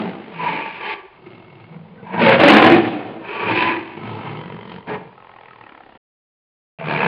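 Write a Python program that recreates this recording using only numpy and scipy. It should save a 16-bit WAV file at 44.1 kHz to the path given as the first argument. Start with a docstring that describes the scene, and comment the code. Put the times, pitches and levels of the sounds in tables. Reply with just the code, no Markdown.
"""A snarl comes first, then more snarls, roars, growls and rumbles from a caged big cat.
It is close to the microphone in a hard-walled space that adds a short echo, over a faint steady hiss.
Turbulent air, chopped by the flapping vocal folds, rings in chest, throat and mouth; gliding sines are
the resonances that lock into tones, and the shape of the tract changes with each phrase.
The sound is dull above 5 kHz, overloads at the roar and cuts out for most of a second before the last snarl."""
import sys
import numpy as np
from scipy import signal
from scipy.fft import rfft, irfft, next_fast_len
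from scipy.io import wavfile
from scipy.ndimage import uniform_filter1d, map_coordinates

SR = 44100
rng = np.random.default_rng(int(sys.argv[2]) if len(sys.argv) > 2 else 0)


def to_wav(sig):
    """Store sig (one row per channel, or 1-D mono) as 16-bit WAV at the path in sys.argv[1].

    Samples outside -1..1 are clipped; the rate is SR.
    """
    pcm = np.clip(np.atleast_2d(sig), -1, 1) * 32767
    pcm = np.round(pcm).astype(np.int16)
    wavfile.write(sys.argv[1], SR, pcm.T)  # frames by channels


N = 311779
T = np.arange(N) / SR  # time of each sample, s
M = next_fast_len(N + 8192)  # padded length for filtering, samples
FINE_HZ = np.fft.rfftfreq(M, 1 / SR)


def amp(db):
    """Decibels to an amplitude factor."""
    return 10 ** (np.asarray(db) / 20)


def along(points, hz):
    """Read a curve of (Hz, value) points on a logarithmic frequency axis."""
    point_hz, value = np.transpose(points)
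    return np.interp(np.log(hz + 1), np.log(point_hz + 1), value)


def curves(rows):
    """One value per sample for each column after the time."""
    time_s, *columns = np.transpose(rows)
    return [np.interp(T, time_s, column) for column in columns]


def wobble(rate):
    """A smooth random curve with the given number of knots a second."""
    knots = rng.standard_normal(int(N * rate / SR) + 4)
    return map_coordinates(knots, [T * rate])


def causal(gain):
    """Minimum-phase response with the given gain: the ringing follows its cause, as in a real cavity."""
    cepstrum = irfft(np.log(gain + 1e-6))
    cepstrum[1:len(gain) - 1] *= 2
    cepstrum[len(gain):] = 0
    impulse = irfft(np.exp(rfft(cepstrum)))
    return rfft(impulse, M)


# Colour of the steady background; only its shape counts.
# Columns: frequency_hz [Hz], relative_level_db [dB per Hz]
HISS_COLOUR = [(15, -39.5), (25, -5.5), (310, -18), (387, -5), (628, -8.5), (915, -6.5), (1330, -18.5),
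               (3150, -20.5), (4900, -35.5), (6370, -73.5), (10800, -120)]


def hiss(level_db=-52):
    """A faint steady background: random noise coloured by a fixed spectrum."""
    white = rfft(rng.standard_normal(N), M)
    noise = irfft(white * amp(along(HISS_COLOUR, FINE_HZ)), M)[:N]
    return amp(level_db) * noise / noise.std()


# How long the hard walls keep ringing.
# Columns: frequency_hz [Hz], t60_s [s to fall by 60 dB]
WALL_DECAY = [(150, 0.52), (1000, 0.28), (4000, 0.12)]


def walls(sound):
    """The diffuse answer of the walls: decaying noise in which each frequency dies at its own speed."""
    hz, t, noise = signal.stft(rng.standard_normal(SR), SR, nperseg=256)
    t60_s = along(WALL_DECAY, hz)[:, None]
    tail = signal.istft(noise * amp(-60 * t / t60_s), SR, nperseg=256)[1]
    tail /= np.linalg.norm(tail)
    late = np.pad(sound, (300, 0))  # the answer starts 300 samples (7 ms) late
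    return signal.fftconvolve(late, tail)[:N]


# Stretches where one resonance of the cat locks into a wavering tone.
# Columns: start_s [s], length_s [s], first_hz [Hz], last_hz [Hz], peak_db [dB]
LOCKED_TONES = [(0.329, .16, 170, 162.7, -29.5), (0.389, 0.073, 989, 960, -21),
                (0.456, 0.026, 960, 950, -14), (0.473, .16, 284, 297, -31.5), (0.483, 0.236, 881, 908, -30),
                (0.806, 0.17, 920, 876, -35), (0.936, 0.14, 406, 374, -41.5),
                (1.176, 0.61, 2210, 2170, -59), (1.69, 0.14, 160, 167.7, -33.5),
                (1.886, 0.11, 167, 162, -37), (2.13, 0.16, 206, 221.6, -25.5),
                (2.202, .12, 930, 874, -18.5), (2.203, 0.18, 570, 529, -17), (2.38, .3, 284.2, 293.9, -12),
                (2.417, 0.11, 565, 585, -13), (2.441, .36, 794, 734.4, -20.5),
                (2.49, 0.11, 206, 219.3, -12), (2.524, 0.12, 520, 506, -19),
                (2.582, 0.11, 1024, 1019, -16.5), (2.687, .09, 334.9, 355.8, -10),
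                (3.454, 0.078, 920, 944, -27.5), (3.529, 0.24, 985, 1008, -21.5),
                (3.607, 0.16, 328, 345.7, -22), (4.2, 0.3, 149.3, 159, -30.5),
                (4.496, 0.11, 160, 161, -33.5), (4.683, 0.072, 168.3, 173, -36),
                (6.826, 0.19, 155, 148, -24.5), (1.976, 0.047, 1515, 1480, -47.5),
                (2.08, .07, 886, 900, -35), (2.8, 0.24, 320, 290, -25.5), (3.323, 0.17, 1141, 1150, -30),
                (4.884, 0.098, 427, 420, -29.5)]


def tones(flutter_db=2.5, waver=0.015, swell_power=0.7):
    """Each locked resonance sings as a fluttering, gliding sine that swells and fades."""
    out = np.zeros(N)
    for start_s, length_s, first_hz, last_hz, peak_db in LOCKED_TONES:
        progress = np.clip((T - start_s) / length_s, 0, 1)
        glide_hz = first_hz + (last_hz - first_hz) * progress
        pitch_hz = glide_hz * (1 + waver * wobble(60))
        swell = np.abs(np.sin(np.pi * progress)) ** swell_power
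        level = amp(peak_db + flutter_db * wobble(50))
        out += swell * level * np.sin(2 * np.pi * np.cumsum(pitch_hz) / SR)
    return out


# How the cat voices each phrase, one row per tract shape.
# Columns: chest_db, mouth_db, teeth_db [dB over throat], lowest_hz [Hz, foot of the chest sound],
# flap_rate_hz [flaps a second], flap_depth [0-1], timing_scatter [cycles]
PHRASE_VOICING = [(-9.5, -12, -19, 50, 54, 0.3, 0.087), (-13.5, -5.5, -11.5, 116, 40, 0.17, .35),
                  (-18, -2, -10.5, 116, 50, 0, 0.26), (1, -5, -11.5, 104, 47, .42, 0.43),
                  (2.5, -10.5, -24.5, 90, 41, .48, .23), (-3.5, -6, -20.5, 122, 55, 0.2, 0.12),
                  (-5, -4.5, -17, 120, 57, 0.1, .27), (-12, -7.5, -14, 140, 50, .18, .33),
                  (-9, -8, -15, 112, 42, .08, 0.21), (-15, -3.5, -17, 80, 45, 0, 0.25),
                  (-13.5, -4.5, -8, 83, 45, 0.18, 0.44), (-2, -7.5, -15, 98, 50, 0.2, 0.14),
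                  (-1, -11.5, -17, 70, 46, 0.47, .05), (-4.5, -11, -23, 71, 44, 0.08, 0.3),
                  (-11, -3, -21, 107, 42, 0.69, 0.0276), (-12.5, 0, -21, 107, 39, 0.73, 0.026),
                  (-2.5, -5.5, -19, 128, 72, 0.4, .14)]


def held(column):
    """A column of the phrase table, held through each phrase and blended at the joins."""
    starts = [shape[0] for shape in TRACT_SHAPES]
    row = np.searchsorted(starts, T, side="right") - 1
    return uniform_filter1d(np.array(PHRASE_VOICING)[row, column], size=SR // 15)


def flap_cycles(rate):
    """Running count of the flaps: the phrase's own rate, except in the rumble, whose flaps are timed and slow down."""
    first_s, period_s = 5.2, 0.023  # flap number 0 of the rumble and the spacing of its steady flaps
    steady_flaps, slowing_s = 6, 0.000162  # the slowing grows as the square of the later flaps
    count = np.arange(-5, 31)
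    flap_s = first_s + period_s * count + slowing_s * np.maximum(count - steady_flaps, 0) ** 2
    rumbling = (T > flap_s[0]) & (T < flap_s[-1])
    # 900 only keeps the rumble's random draws apart from those of the other flaps
    return np.where(rumbling, np.interp(T, flap_s, count) + 900, np.cumsum(rate) / SR)


def folds(burst_s=0.0032, delay_s=0.002, size_db=0.1, rasp_db=1.5, snap=0.29,
          knock=1.5, knock_hz=1080, spread=0.17):
    """Air noise that bursts at every flap of the folds and rasps in between."""
    rate, depth, scatter = held(column=4), held(column=5), held(column=6)
    cycles = flap_cycles(rate) + scatter * wobble(30)
    flap = np.round(cycles).astype(int)
    since_s = (cycles - flap) / rate - delay_s
    size, pitch, ratio = rng.standard_normal((1000, 3))[flap % 1000].T

    # each burst rises faster than it falls
    width_s = np.where(since_s < 0, 0.55 * burst_s, burst_s)
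    burst = amp(size_db * size) * np.exp(-(since_s / width_s) ** 2)
    depth = np.clip(depth, 0, 1)
    rasp = amp(rasp_db * (1 - depth) * wobble(140))
    gate = (1 - depth + 3 * depth * burst) * rasp
    mean = np.sqrt(np.abs(uniform_filter1d(gate ** 2, size=SR // 12)))

    # part of each burst is the flow itself
    flow = snap * depth * (gate - uniform_filter1d(gate, size=SR // 30))
    # every slap of the folds knocks at two pitches of its own
    turn = 2 * np.pi * knock_hz * np.exp(spread * pitch) * since_s
    second_turn = 2.3 * np.exp(spread * ratio) * turn
    slap = knock * depth ** 2 * burst * (np.sin(turn) + 0.54 * np.sin(second_turn))
    return (gate * rng.standard_normal(N) + flow + slap) / mean


# Breath effort, one list of rows per call, as the level in the throat before the cat's overall trim.
# Columns: time_s [s], level_db [dB]
BREATH_EFFORT = [
    [(0.012, -21.5), (0.066, -27.5), (0.268, -37), (0.33, -37)],
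    [(0.79, -42), (0.808, -33.5), (0.814, -29), (0.94, -28.5), (0.944, -35.5), (1.12, -53.5)],
    [(4.868, -44), (4.88, -25.5), (4.944, -25), (4.98, -34), (5.096, -46), (5.16, -52)],
    [(6.787, -37), (6.907, -20.5), (6.989, -20), (7.017, -17.5), (7.043, -16.5), (7.07, -19)],
    [(0.335, -37.5), (0.375, -33), (0.439, -23), (0.457, -24.5), (0.461, -23), (0.527, -24.5),
     (0.591, -26.5), (0.733, -36), (0.785, -36.5)],
    [(1.13, -49.5), (1.23, -48.5), (1.266, -43), (1.59, -49.5), (1.644, -42), (1.654, -48), (1.766, -45),
     (1.898, -50.5), (2.06, -40.5)],
    [(2.39, -23.5), (2.396, -11.5), (2.486, -7), (2.742, -10.5), (2.84, -21), (2.854, -16), (2.862, -19.5),
     (2.916, -24.5), (3.22, -35)],
    [(3.23, -38.5), (3.246, -33), (3.52, -18), (3.53, -21.5), (3.702, -19), (3.848, -35), (3.862, -31),
     (3.87, -36.5), (3.95, -38)],
    [(2.07, -35), (2.128, -33), (2.135, -21), (2.16, -26), (2.23, -13), (2.35, -11.5), (2.378, -25),
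     (2.385, -18)],
    [(3.96, -39), (4.05, -31.5), (4.3, -31.5), (4.5, -35.5), (4.68, -39), (4.73, -34.5), (4.79, -39.5),
     (4.862, -49)],
    [(5.17, -46.5), (5.3, -46.5), (5.6, -47), (5.97, -50)],
]
# How far the jaws open beyond the phrase's shape, as extra level in mouth and teeth.
# Columns: time_s [s], extra_db [dB]
JAW_OPENING = [(0, 0), (.1, -1.5), (.36, 1.5), (.44, -0.5), (.56, -0.5), (.75, 6), (.82, 0), (.91, 5.5),
               (.96, -1), (1.05, -3), (2.07, -3), (2.23, 1), (2.38, 0), (2.46, 1.5), (2.71, -1),
               (3.22, -5.5), (3.3, 1), (3.68, 0.5), (3.85, -2.5), (4.75, 2), (4.88, 2), (5.14, -1.5),
               (5.2, -2.5), (5.48, 3.5), (5.97, 0), (6.79, 2), (6.83, -1.5), (7.07, 2)]
# What each part gains on the throat as the effort rises above its running mean.
# Columns: chest, mouth, teeth [dB per dB]
EFFORT_GROWTH = (-0.06, 0.055, .05)


def part_levels(drift_db=1.5):
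    """Levels of chest, throat, mouth and teeth: effort drives all four, and all but the throat drift on their own."""
    points = sorted(tuple(row) for call in BREATH_EFFORT for row in call)
    throat_db, = curves(points)
    push_db = throat_db - uniform_filter1d(throat_db, size=SR // 3)
    jaws_db, = curves(JAW_OPENING)
    over_throat_db = []
    for part, jaw_share in enumerate((0, 1, 1)):  # chest, mouth, teeth
        effort_db = EFFORT_GROWTH[part] * push_db
        over_throat_db.append(jaw_share * jaws_db + held(part) + effort_db + drift_db * wobble(12))
    chest_db, mouth_db, teeth_db = over_throat_db
    return amp(throat_db + np.array([chest_db, 0 * T, mouth_db, teeth_db]))


# Treble and bass response of the microphone to the voice; it shapes the sound within each part.
# Columns: frequency_hz [Hz], gain_db [dB]
MICROPHONE_RESPONSE = [(20, -4.5), (60, -4.5), (120, 3.5), (2700, -5), (3500, -12), (4300, -19),
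                       (5000, -28), (5500, -34), (6200, -100)]


def tract_gain(valley_db, slope_db, modes, lowest_hz):
    """Resonant peaks of the tract standing on a sloping valley floor, as the microphone hears them."""
    hz = np.fft.rfftfreq(8192, 1 / SR)
    octaves = np.log2(np.maximum(hz, 250) / 500)
    power = amp(valley_db + slope_db * octaves) ** 2
    for centre_hz, width_hz, peak_db in modes:
        offset = 0.91 * (hz - centre_hz) / width_hz
        power += amp(peak_db) ** 2 / (1 + offset ** 2) ** 2
    power *= 0.0088 + 1 / (1 + (lowest_hz / (hz + 1)) ** 14)  # little is left below the chest
    return np.sqrt(power) * amp(along(MICROPHONE_RESPONSE, hz))


# Shape of the cat's tract in each phrase; levels are relative within a phrase.
# Columns: start_s [s], valley_db [dB at 500 Hz], slope_db [dB per octave],
# resonances as (centre_hz [Hz], nominal width_hz [Hz], peak_db [dB])
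TRACT_SHAPES = [(0, -19, -2.5, [(171.5, 30, 13), (391, 73, -7.5), (773, 160, -10), (1240, 78, -21),
                (1640, 38, -41.5), (2130, 97, -25.5), (2810, 94, -36.5)]),
                (0.332, -15, -1, [(167.4, 33, -1.5), (290, 10.5, -15), (448, 39, -11.5), (915, 54, 0),
                (1156, 24, -5), (1660, 66, -5.5), (1850, 36, -10), (2350, 300, -2.5), (3020, 30, -10.5)]),
                (.78, -15.5, 0, [(412, 55, -2.5), (914, 100, 1.5), (1152, 34, 1.5), (1690, 140, -3.5),
                (1910, 35, -22.5), (2310, 260, -1.5), (3090, 76, -5.5), (3460, 83, -17)]),
                (1.159, -14, -0.5, [(139, 59, -4), (357, 26, 0), (926, 69, -20.5), (1270, 70, -10.5),
                (2167, 64, -1), (2680, 120, -9)]), (1.747, -20, -2.5, [(175, 48, -5.5), (480, 27, -7),
                (904, 30, -21), (1420, 59, -22), (2130, 220, -14), (2700, 81, -30), (3430, 110, -41.5)]),
                (2.039, -14, -4, [(184, 41, 9.5), (460, 23, -2), (665, 61, -1), (923, 69, 6),
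                (1605, 55, -11.5), (2260, 55, -17.5), (2380, 30, -20), (2590, 30, -16.5)]),
                (2.2, -9, -0.5, [(208, 54, -8), (520, 116, 0), (943, 27, -2), (1250, 55, -20.5),
                (1553, 100, -12), (2233, 42, -1)]), (2.392, -11, -1.5, [(296.6, 22, 1.5), (582, 31, -8),
                (777, 46, -2.5), (1056, 52, -11), (1694, 70, -15.5), (2820, 110, -25), (3730, 34, -25)]),
                (2.67, -6.5, -6.5, [(319, 25, -1), (751, 72, -2.5), (992, 19, -10.5), (1790, 79, -13.5),
                (2130, 140, -18.5), (2485, 120, -15.5), (3015, 36, -19), (3350, 43, -33.5),
                (3510, 45, -26.5)]), (3.221, -11, 3.5, [(193, 9.1, -10.5), (403, 53, -1), (933, 43, 2),
                (1144, 21, -13), (1710, 130, -1.5), (2450, 190, 7.5), (3090, 76, 5), (3380, 52, -15.5),
                (3780, 29, -31.5)]), (3.519, -8, -4.5, [(338, 35, 4), (932, 114, 0.5), (1186, 23, -3),
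                (1694, 160, -4.5), (2000, 43, -4.5), (2200, 37, -4.5), (2470, 185, -5), (3070, 41, -12.5),
                (3980, 38, -27)]), (3.97, -18.5, -4, [(139, 86, -1), (394, 80, -4.5), (885, 140, -4),
                (1297, 34, -11), (2180, 97, -19.5), (2660, 88, -24.5), (3080, 100, -24)]),
                (4.388, -18, 2, [(174.5, 38, -3.5), (436, 62, -8), (937, 52, -7.5), (1300, 70, -16.5),
                (2010, 130, -7.5), (2630, 70, -24), (3130, 120, -5)]), (4.86, -12.5, -0.5, [(169, 30, 1),
                (441, 25, -3), (900, 96, -5), (1210, 15, -24), (1670, 51, -7), (1850, 23, -7),
                (2130, 66, -7.5), (2380, 48, -3)]), (5.14, -9.5, -2.5, [(136, 42, -2), (483, 23, 4.5),
                (840, 91, 3.5), (1060, 52, 0.5), (1285, 45, -2), (1880, 120, -12), (2810, 67.7, -23)]),
                (5.62, -11.5, -1.5, [(279.5, 60, 4.5), (510, 42, 2.5), (820, 230, 1), (1324, 44, -0.5),
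                (1793, 140, -9), (2870, 45, -23)]), (6.4, -15.5, 1, [(154.4, 6.7, -3), (450, 71, -9),
                (672, 44, -3.5), (909, 70, -6.5), (1665, 97, -7.5), (2460, 223, -4.5), (2894, 42, -17.5),
                (3116, 104, -19)])]
# Borders between the four parts of the voice.
# Columns: chest_to_throat_hz, throat_to_mouth_hz, mouth_to_teeth_hz [Hz]
PART_BORDERS = (260, 1400, 2900)


def voice():
    """The fold noise rings through each tract shape in turn; chest, throat, mouth and teeth swell separately."""
    levels = part_levels()
    source = rfft(folds(), M)
    below = [1 / (1 + (FINE_HZ / border_hz) ** 8) for border_hz in PART_BORDERS]
    parts = np.array([below[0], below[1] - below[0], below[2] - below[1], 1 - below[2]])
    ends = [shape[0] for shape in TRACT_SHAPES[1:]] + [N / SR + 1]
    out = np.zeros(N)
    for (start, valley_db, slope_db, modes), end, phrase in zip(TRACT_SHAPES, ends, PHRASE_VOICING):
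        gain = tract_gain(valley_db, slope_db, modes, lowest_hz=phrase[3])
        rung = irfft(source * causal(gain) * parts, M)
        # neighbouring phrases cross over 40 ms; the first one starts at full level
        a = max(round((start - .02) * SR), 0)
        b = min(round((end + .02) * SR), N)
        t = T[a:b]
        opening = (start == 0) * (t < .1)
        fade = np.clip(np.minimum(t - start, end - t) / .04 + .5 + opening, 0, 1)
        rung = rung[:, a:b]
        rung = rung / rung.std(axis=1, keepdims=True)
        out[a:b] += np.sqrt(fade) * np.sum(rung * levels[:, a:b], axis=0)
    return out


def scene():
    """The cat close by, its echo from the walls and the background hiss."""
    cat = amp(-2.5) * voice() + tones()
    return (cat + amp(-11.5) * walls(cat) + hiss())[None]


# The stretch in which the sound cuts out.
# Columns: from_s [s], to_s [s]
CUT_OUT = (5.976, 6.787)


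def record(dry, dull_hz=5300, bass_cut_hz=59, top_hz=15850):
    """A dull input stage saturates; the sound cuts out for a while, peaks clip and the band ends at top_hz."""
    squeezed = dry / (1 + np.abs(dry / 1.1) ** 12) ** (1 / 12)
    band = 1 / (1 + (FINE_HZ / dull_hz) ** 24)
    band *= .5 + .5 / (1 + (bass_cut_hz / (FINE_HZ + 1)) ** 6)  # the deepest bass is halved
    dull = irfft(rfft(squeezed, M) * band, M)[:, :N]
    on = np.clip(np.maximum(CUT_OUT[0] - T, T - CUT_OUT[1]) / .001, 0, 1)  # 1 ms edges
    clipped = np.clip(dull * on, -.985, .985)
    return irfft(rfft(clipped, M) * (FINE_HZ < top_hz), M)[:, :N]


dry = scene()
out = record(dry)
to_wav(out)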